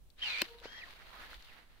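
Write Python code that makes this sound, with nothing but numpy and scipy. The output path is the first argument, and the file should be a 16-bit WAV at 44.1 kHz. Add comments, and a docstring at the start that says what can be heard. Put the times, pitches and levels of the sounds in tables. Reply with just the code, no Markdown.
"""A geared motor whines up to speed close to the microphone: a cordless pruner, outdoors.
The whine sags as the blade bites, and the branch snaps. The stalled motor hums while it holds the
blade shut, then whirs again to open it with a hollow knock. A sleeve and dry twigs rustle and scrape
as the tool is drawn away; light wind touches the microphone."""
import sys
import numpy as np
from scipy import signal
from scipy.fft import rfft, irfft
from scipy.io import wavfile
from scipy.ndimage import uniform_filter1d

SR = 44100
rng = np.random.default_rng(int(sys.argv[2]) if len(sys.argv) > 2 else 0)


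def wrap_up_sound(samples):
    """Save the sound to the file named by the first command line argument, as 16-bit audio."""
    columns = np.atleast_2d(samples).T
    # keep every value between -1 and 1, then stretch to whole-number steps
    tamed = np.clip(columns, -1, 1)
    steps = np.round(tamed * 32767).astype(np.int16)
    wavfile.write(sys.argv[1], SR, steps)


N = 79380
T = np.arange(N) / SR
HZ = np.fft.rfftfreq(N, 1 / SR)

# The two strokes. Each row: time in seconds, gear mesh rate in Hz, whine level in dB.
CLOSE_STROKE = [(0.185, 2020, -86), (0.205, 2629, -71), (0.214, 2890, -58), (0.226, 3120, -35),
                (0.25, 2947, -41), (0.28, 2660, -39.5), (0.3, 2500, -47), (0.33, 2400, -48),
                (0.365, 2290, -44.5), (0.4, 2430, -44.5), (0.417, 2469, -45.5), (0.432, 2756, -62),
                (0.452, 2550, -64), (0.461, 1730, -58), (0.48, 890, -107)]
OPEN_STROKE = [(0.618, 555.5, -73), (0.635, 1443, -58), (0.655, 2700, -57.5), (0.668, 2971, -57),
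               (0.685, 3150, -57), (0.71, 3260, -59), (0.79, 3262, -53.5), (0.803, 3070, -56),
               (0.81, 2768, -56), (0.822, 2437, -50), (0.83, 2124, -58), (0.839, 1866, -43.5),
               (0.85, 1683, -65), (0.89, 890, -66.5)]
# Gear partials, loaded and running free. Each row: multiple of the mesh rate, gain in dB.
CLOSE_PARTIALS = [(0.63, -19), (0.917, -10), (1, 0.5), (1.042, -1.5), (1.25, -19)]
OPEN_PARTIALS = [(1, -0.5), (1.665, -17), (2, -22)]
# Partials that swell as the load shifts.
# Each row: multiple of the mesh rate, peak time and half length in seconds, level in dB.
SQUEALS = [(1.625, 0.3, 0.031, -46.5), (2.27, 0.294, 0.019, -63), (1.875, 0.35, 0.019, -57),
           (1.875, 0.423, 0.019, -56)]
# Gear rattle. Each row: time in seconds, level in dB.
CLOSE_RATTLE = [(0.16, -82), (0.175, -70.5), (0.195, -55), (0.213, -54.5), (0.23, -45), (0.255, -44),
                (0.3, -41), (0.36, -42.5), (0.415, -40), (0.43, -52), (0.455, -50), (0.475, -74),
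                (0.485, -54.5), (0.53, -80)]
OPEN_RATTLE = [(0.61, -70), (0.638, -52.5), (0.657, -51), (0.675, -59), (0.75, -57.5), (0.8, -57.5),
               (0.85, -63.5), (0.89, -61.5)]
# Spectra of that rattle. Each row: frequency in Hz, relative level in dB.
CLOSE_SPECTRUM = [(100, -22), (300, -19), (600, -9), (1100, -5.5), (1800, 0.5), (2700, 3), (3400, 0),
                  (4300, -7.5), (5300, -13), (7000, -18.5), (10000, -25.5), (15000, -26)]
OPEN_SPECTRUM = [(100, -13), (500, -2), (1100, -1.5), (1800, 0.5), (2700, -5.5), (4200, -7.5), (5500, -14),
                 (8000, -25.5), (15000, -53)]
# Gear case resonance. Each row: time in seconds, frequency in Hz, level in dB.
CASE_BUZZ = [(0.65, 1526, -66), (0.7, 1668, -57), (0.75, 1782, -52.5), (0.8, 1912, -54), (0.83, 1914, -53),
             (0.855, 1953, -68)]
# Hum of the stalled motor. Each row: time in seconds, level in dB.
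HOLD_HUM = [(0.465, -65), (0.495, -63.5), (0.517, -54), (0.538, -64.5), (0.555, -54.5), (0.574, -64),
            (0.605, -71), (0.622, -57.5), (0.635, -99)]
# Breaks within the snap. Each row: start in seconds, gain in dB, treble gain in dB.
FRACTURES = [(0.4179, -4, 14), (0.4184, -4, 8), (0.4198, 4, -9), (0.4227, -2.5, -47)]
# Ring of branch and blade.
# Each row: frequency in Hz, level in dB, t60 in seconds, left minus right in dB.
SNAP_MODES = [(260, -40.5, 0.03, -2), (343, -32, 0.034, 2), (580, -36, 0.019, 2), (990, -33, 0.0067, -28),
              (1890, -31, 0.016, -8.5), (2605, -24, .011, -1), (3010, -22.5, 0.009, 1.5),
              (4140, -25, 0.0078, 12), (5330, -42.5, 0.014, 12), (5900, -49, 0.0061, -6),
              (7700, -44, 0.0049, 14), (9070, -46, 0.0085, 4.5), (13000, -43, 0.0052, 9)]
# Ring of the housing. Each row: frequency in Hz, level in dB, t60 in seconds.
HOUSING_MODES = [(313, -48.5, .025), (465, -30.5, 0.016), (565, -52, 0.013), (900, -39.5, 0.019)]
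# Trigger, linkage and twigs. Each row: start in seconds, peak in dB, centre in Hz,
# half width in octaves, t60 in seconds, left minus right in dB.
CLICKS = [(0.103, -54.5, 4160, 0.23, 0.031, 18), (0.1016, -53, 9000, 1, 0.019, 10.5),
          (0.234, -38.5, 1900, 0.18, 0.023, -19), (0.444, -44, 3280, 0.48, .012, 14),
          (0.587, -53.5, 3800, .12, 0.031, 19), (0.601, -47.5, 3460, 0.55, 0.007, 19),
          (0.619, -51.5, 570, .2, 0.03, 3), (0.6419, -39.5, 2000, 0.47, 0.0049, 2),
          (0.653, -51, 4500, 0.17, 0.044, 21), (0.789, -45, 3700, 0.18, 0.014, 4),
          (0.858, -44, 2500, 0.39, .012, 11), (0.909, -41, 2200, 0.45, 0.0031, 14),
          (1.02, -43, 1770, 0.28, 0.039, -7), (1.105, -44.5, 910, 0.4, .008, -2),
          (1.18, -57, 1500, 0.91, .006, -2), (1.203, -44, 1490, 0.23, 0.02, -9),
          (1.237, -39, 900, 0.6, 0.011, -2), (1.3322, -34.5, 1400, 0.47, 0.0072, -1),
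          (1.3438, -39, 3420, 0.34, 0.025, 7), (1.3557, -56, 1600, 1.1, 0.0084, 7),
          (1.425, -47, 4520, 0.38, .008, 18)]
# Sleeve and twigs. Each row: time in seconds, body level in dB, treble level in dB.
RUSTLE = [(0.44, -54.5, -56.5), (0.5, -69.5, -60), (0.54, -62, -64.5), (0.61, -68.5, -64.5),
          (0.83, -64.5, -63), (0.88, -58, -60.5), (0.915, -58.5, -56.5), (0.99, -59, -62),
          (1.07, -59, -62.5), (1.13, -57, -60), (1.21, -54.5, -58), (1.28, -59, -59), (1.34, -55, -55.5),
          (1.375, -63, -61.5), (1.45, -64.5, -61.5), (1.52, -61, -62), (1.6, -61, -66), (1.67, -70, -73),
          (1.8, -69, -72)]
# Twigs sliding along the tool. Each row: time in seconds, pitch in Hz, level in dB.
RISING_SCRAPE = [(1.07, 850, -76), (1.14, 1050, -59.5), (1.21, 1400, -56.5), (1.26, 1700, -58),
                 (1.32, 1900, -79)]
FALLING_SCRAPE = [(1.45, 3200, -76), (1.495, 2800, -61), (1.512, 2200, -65), (1.522, 1950, -57.5),
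                  (1.54, 1850, -67), (1.6, 1700, -88), (1.64, 1600, -73)]
# Spectra of rustle, wind and air. Each row: frequency in Hz, relative level in dB.
RUSTLE_BODY = [(60, -13), (140, -7), (400, -5.5), (800, -2.5), (1250, -1), (2000, 0.5), (2700, -8.5),
               (4000, -20), (8000, -37)]
RUSTLE_TREBLE = [(500, -39), (1800, -14.5), (2800, 1.5), (4200, -1), (5500, -12), (8000, -19.5),
                 (12000, -16), (15500, -18)]
WIND_SPECTRUM = [(10, -1), (25, -5), (45, -4), (65, -14), (100, -20), (200, -29.5), (600, -45)]
AIR_SPECTRUM = [(71, -39), (120, -13), (159, -18.5), (191, 3.5), (1990, -13.5), (4200, -11),
                (4550, -36), (6040, -30.5), (15000, -28)]
# Wind on the microphone. Each row: time in seconds, level in dB.
WIND_LEVEL = [(0, -59.5), (1.4, -59.5), (1.6, -61), (1.85, -60.5)]
# Where tool and rustle sit in the stereo image. Each row: frequency in Hz, left minus right in dB.
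TOOL_PAN = [(300, 1), (1300, 1), (2400, -6.5), (2900, 0), (3300, 4), (4400, 18), (8000, 8), (15000, 1.5)]
RUSTLE_PAN = [(100, -3.5), (700, -3), (1300, -5), (2400, -6), (4400, 8.5), (8000, 1), (15000, -3)]
# Likeness of the noise in the two channels. Each row: frequency in Hz, coherence from 0 to 1.
COHERENCE = [(50, 0.28), (250, 0.72), (650, 0.61), (1400, 0.03), (3000, 0), (15000, 0)]

SHAFT_PER_MESH = 1 / 24
LEFT_LAG_S = 0.0001  # the whine reaches the right microphone first


def closing_gears():
    """Close up, loaded gears whine and rattle while the blade is pushed through the wood."""
    hz = pitch(CLOSE_STROKE) * (1 + 0.0028 * wander(59))
    whine = sum(amp(db) * gear_tone(k * hz, rough=0.62, rough_hz=58) for k, db in CLOSE_PARTIALS)
    squeal = sum(amp(db) * np.exp(-((T - s) / half) ** 2) * gear_tone(k * hz, rough=0.21, rough_hz=50.3)
                 for k, s, half, db in SQUEALS)
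    shaft_phase = phase(hz * SHAFT_PER_MESH)
    throb = 1 + 0.11 * np.sin(shaft_phase)
    contacts = grains(per_s=3100, spread_db=3.5, hiss=1.0) * throb
    rattle = colour(contacts + 0.75 * shaft_overtones(shaft_phase), CLOSE_SPECTRUM, curve(TOOL_PAN))
    return level(CLOSE_STROKE) * whine + squeal + level(CLOSE_RATTLE) * rattle


def opening_gears():
    """Free-running gears: a clean whine that levels off and brakes, and a buzzing case."""
    hz = pitch(OPEN_STROKE)
    whine = sum(amp(db) * gear_tone(k * hz, rough=0.2, rough_hz=59) for k, db in OPEN_PARTIALS)
    rattle = colour(grains(per_s=1500, spread_db=1.5, hiss=0.94), OPEN_SPECTRUM, curve(TOOL_PAN))
    case = rough_tone(pitch(CASE_BUZZ), rough=4.4, rough_hz=140)
    return level(OPEN_STROKE) * whine + level(OPEN_RATTLE) * rattle + level(CASE_BUZZ) * case


def gear_tone(hz, rough, rough_hz):
    """One partial of the meshing teeth, leaning left or right with its frequency."""
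    return pan(np.interp(hz, HZ, curve(TOOL_PAN))) * rough_tone(hz, rough, rough_hz)


def shaft_overtones(shaft_phase, count=48):
    """Overtones of the turning shaft, each swelling and fading by chance."""
    knots = np.linspace(0, T[-1], 70)
    out = np.zeros((2, N))
    for k in range(1, count + 1):
        overtone = amp(3.5 * rng.standard_normal()) * np.exp(1j * k * shaft_phase)
        swells = noise(len(knots)) + 1j * noise(len(knots))
        out += np.array([(np.interp(T, knots, side) * overtone).real for side in swells])
    return unit(out)


def branch_snap(rise_cycles=0.31, crack_db=-38, crack_t60_s=0.011, tail_db=-15.5, tail_t60_s=0.053):
    """The last fibres break in quick steps, ringing branch and blade; the ground scatters a short tail."""
    out = np.zeros((2, N))
    for start, db, treble_db in FRACTURES:
        t = np.maximum(T - start, 0)
        for hz, mode_db, t60, side_db in SNAP_MODES:
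            attack = 1 - np.exp(-t * hz / rise_cycles)
            decay = amp(db + mode_db + treble_db * hz / (hz + 8000) - 60 * t / t60)
            detuned_hz = hz * (1 + 0.012 * rng.standard_normal())
            out += pan(side_db) * attack * decay * np.sin(2 * np.pi * detuned_hz * t)
        crack = (T > start) * amp(db + treble_db + crack_db - 60 * t / crack_t60_s) * noise()
        out += pan(7.3) * crack
    scatter = noise(SR // 4) * amp(-60 * T[:SR // 4] / tail_t60_s)
    tail = signal.fftconvolve(out, scatter / np.linalg.norm(scatter[0]), axes=1)[:, :N]
    low_cut = signal.butter(3, 187, "highpass", fs=SR, output="sos")
    return signal.sosfilt(low_cut, out + amp(tail_db) * tail)


def stalled_motor(hz=469, octave_db=-10):
    """The motor hums, slightly unsteady, as it holds the blade shut."""
    angle = phase(hz * (1 + 0.0079 * wander(29)))
    return level(HOLD_HUM) * unit(np.sin(angle) + amp(octave_db) * np.sin(2 * angle))


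def housing_knock(start_s=0.6555, rise_s=0.0011):
    """The hollow housing rings as the blade comes free."""
    t = np.maximum(T - start_s, 0)
    ring = sum(amp(db - 60 * t / t60) * np.sin(2 * np.pi * hz * t) for hz, db, t60 in HOUSING_MODES)
    return np.minimum(t / rise_s, 1) * ring


def clicks(edge_db=21):
    """Trigger, linkage and twigs click: a sharp contact, then a dry burst, each in its own band."""
    out = np.zeros((2, N))
    for start, db, hz, octaves, t60, side_db in CLICKS:
        decay = (T > start) * amp(-60 * np.maximum(T - start, 0) / t60)
        burst = decay * (rng.standard_normal(N) + 0.35 * noise())
        burst[:, round(start * SR)] += amp(edge_db)
        band = 1 / (1 + (np.log2((HZ + 1) / hz) / octaves) ** 2)
        click = irfft(rfft(burst) * band, N)
        out += amp(db) * pan(side_db) * click / abs(click).max()
    return out


def sleeve_and_twigs():
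    """Cloth and dry twigs brush past the microphone in fine grains."""
    body = colour(grains(per_s=1500, spread_db=3, hiss=1.16), RUSTLE_BODY, curve(RUSTLE_PAN))
    treble = colour(grains(per_s=1800, spread_db=1.5, hiss=1.22), RUSTLE_TREBLE, curve(RUSTLE_PAN))
    flicker = amp(1.06 * wander(25))
    return flicker * (level(RUSTLE, column=1) * body + level(RUSTLE, column=2) * treble)


def twig_scrapes():
    """Twigs slide hoarsely along the tool, a little to the right: one scrape rises, one falls."""
    rising = level(RISING_SCRAPE) * rough_tone(pitch(RISING_SCRAPE), rough=5, rough_hz=330)
    falling = level(FALLING_SCRAPE) * rough_tone(pitch(FALLING_SCRAPE), rough=4, rough_hz=190)
    return pan(-3) * (rising + falling)


def air_and_wind(air_db=-76, buffet_db=-50, buffet_s=1.381, buffet_hz=43.3, half_length_s=0.014):
    """Quiet open air, low wind and one soft buffet on the microphone."""
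    air = amp(air_db) * colour(noise(), AIR_SPECTRUM)
    wind = level(WIND_LEVEL) * colour(noise(), WIND_SPECTRUM, side_db=-0.5)
    t = T - buffet_s
    buffet = np.exp(-(t / half_length_s) ** 2) * np.cos(2 * np.pi * buffet_hz * t)
    return air + wind + amp(buffet_db) * buffet


def rough_tone(hz, rough, rough_hz):
    """A tone whose strength and phase flutter with uneven contact."""
    right_lead = np.array([[0], [LEFT_LAG_S]]) * hz
    tone = np.exp(1j * (phase(hz) + 2 * np.pi * (rng.random() + right_lead)))
    flutter = np.array([wander(rough_hz) + 1j * wander(rough_hz) for _ in range(2)])
    return unit((tone * (1 + rough * flutter)).real)


def grains(per_s, spread_db, hiss):
    """Tiny contacts of uneven size over a smooth hiss."""
    size = amp(spread_db * np.minimum(rng.exponential(1, N), 4))
    hits = rng.random(N) < per_s / SR
    return unit(size * hits * noise()) + hiss * noise()


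def colour(pair, spectrum, side_db=0):
    """Gives two unrelated signals a spectrum, a likeness and a position, at rms 1."""
    left, other = rfft(pair)
    coherence = np.clip(curve(COHERENCE), -1, 1)
    right = coherence * left + np.sqrt(1 - coherence ** 2) * other
    return unit(irfft(np.array([left, right]) * amp(curve(spectrum)) * pan(side_db), N))


def noise(samples=N):
    """Two unrelated channels of white noise."""
    return rng.standard_normal((2, samples))


def wander(rate_hz):
    """Smooth random drift of rms 1."""
    return unit(irfft(rfft(rng.standard_normal(N)) * np.exp(-0.5 * (HZ / rate_hz) ** 2), N))


def curve(points):
    """A table's value at every frequency, joined on a log axis."""
    hz, value = np.transpose(points)
    return np.interp(np.log(HZ + 1), np.log(hz + 1), value)


def level(points, column=-1):
    """Gain over time from a dB column; silent outside the table."""
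    rows = np.array(points)
    return amp(np.interp(T, rows[:, 0], rows[:, column], left=-140, right=-140))


def pitch(points):
    """Smoothed frequency over time from the second column."""
    rows = np.array(points)
    return uniform_filter1d(np.interp(T, rows[:, 0], rows[:, 1]), size=250)


def phase(hz):
    """Running angle in radians."""
    return 2 * np.pi * np.cumsum(hz) / SR


def pan(side_db):
    """Channel gains from left minus right in dB."""
    return amp(np.array([[0.5], [-0.5]]) * side_db)


def amp(db):
    """Decibels to gain."""
    return 10 ** (np.asarray(db) / 20)


def unit(x):
    """Scales to rms 1."""
    return x / np.sqrt(np.mean(abs(x) ** 2) + 1e-20)


def scene():
    """One cut at close range, from trigger to withdrawal."""
    cut = closing_gears() + branch_snap() + stalled_motor() + housing_knock() + opening_gears()
    return cut + clicks() + sleeve_and_twigs() + twig_scrapes() + air_and_wind()


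def record(dry):
    """The recorder's band ends at 15.8 kHz."""
    low_pass = signal.firwin(511, 15800, window=("kaiser", 9), fs=SR)
    return signal.oaconvolve(dry, low_pass[None], "same")


dry = scene()
out = record(dry)
wrap_up_sound(out)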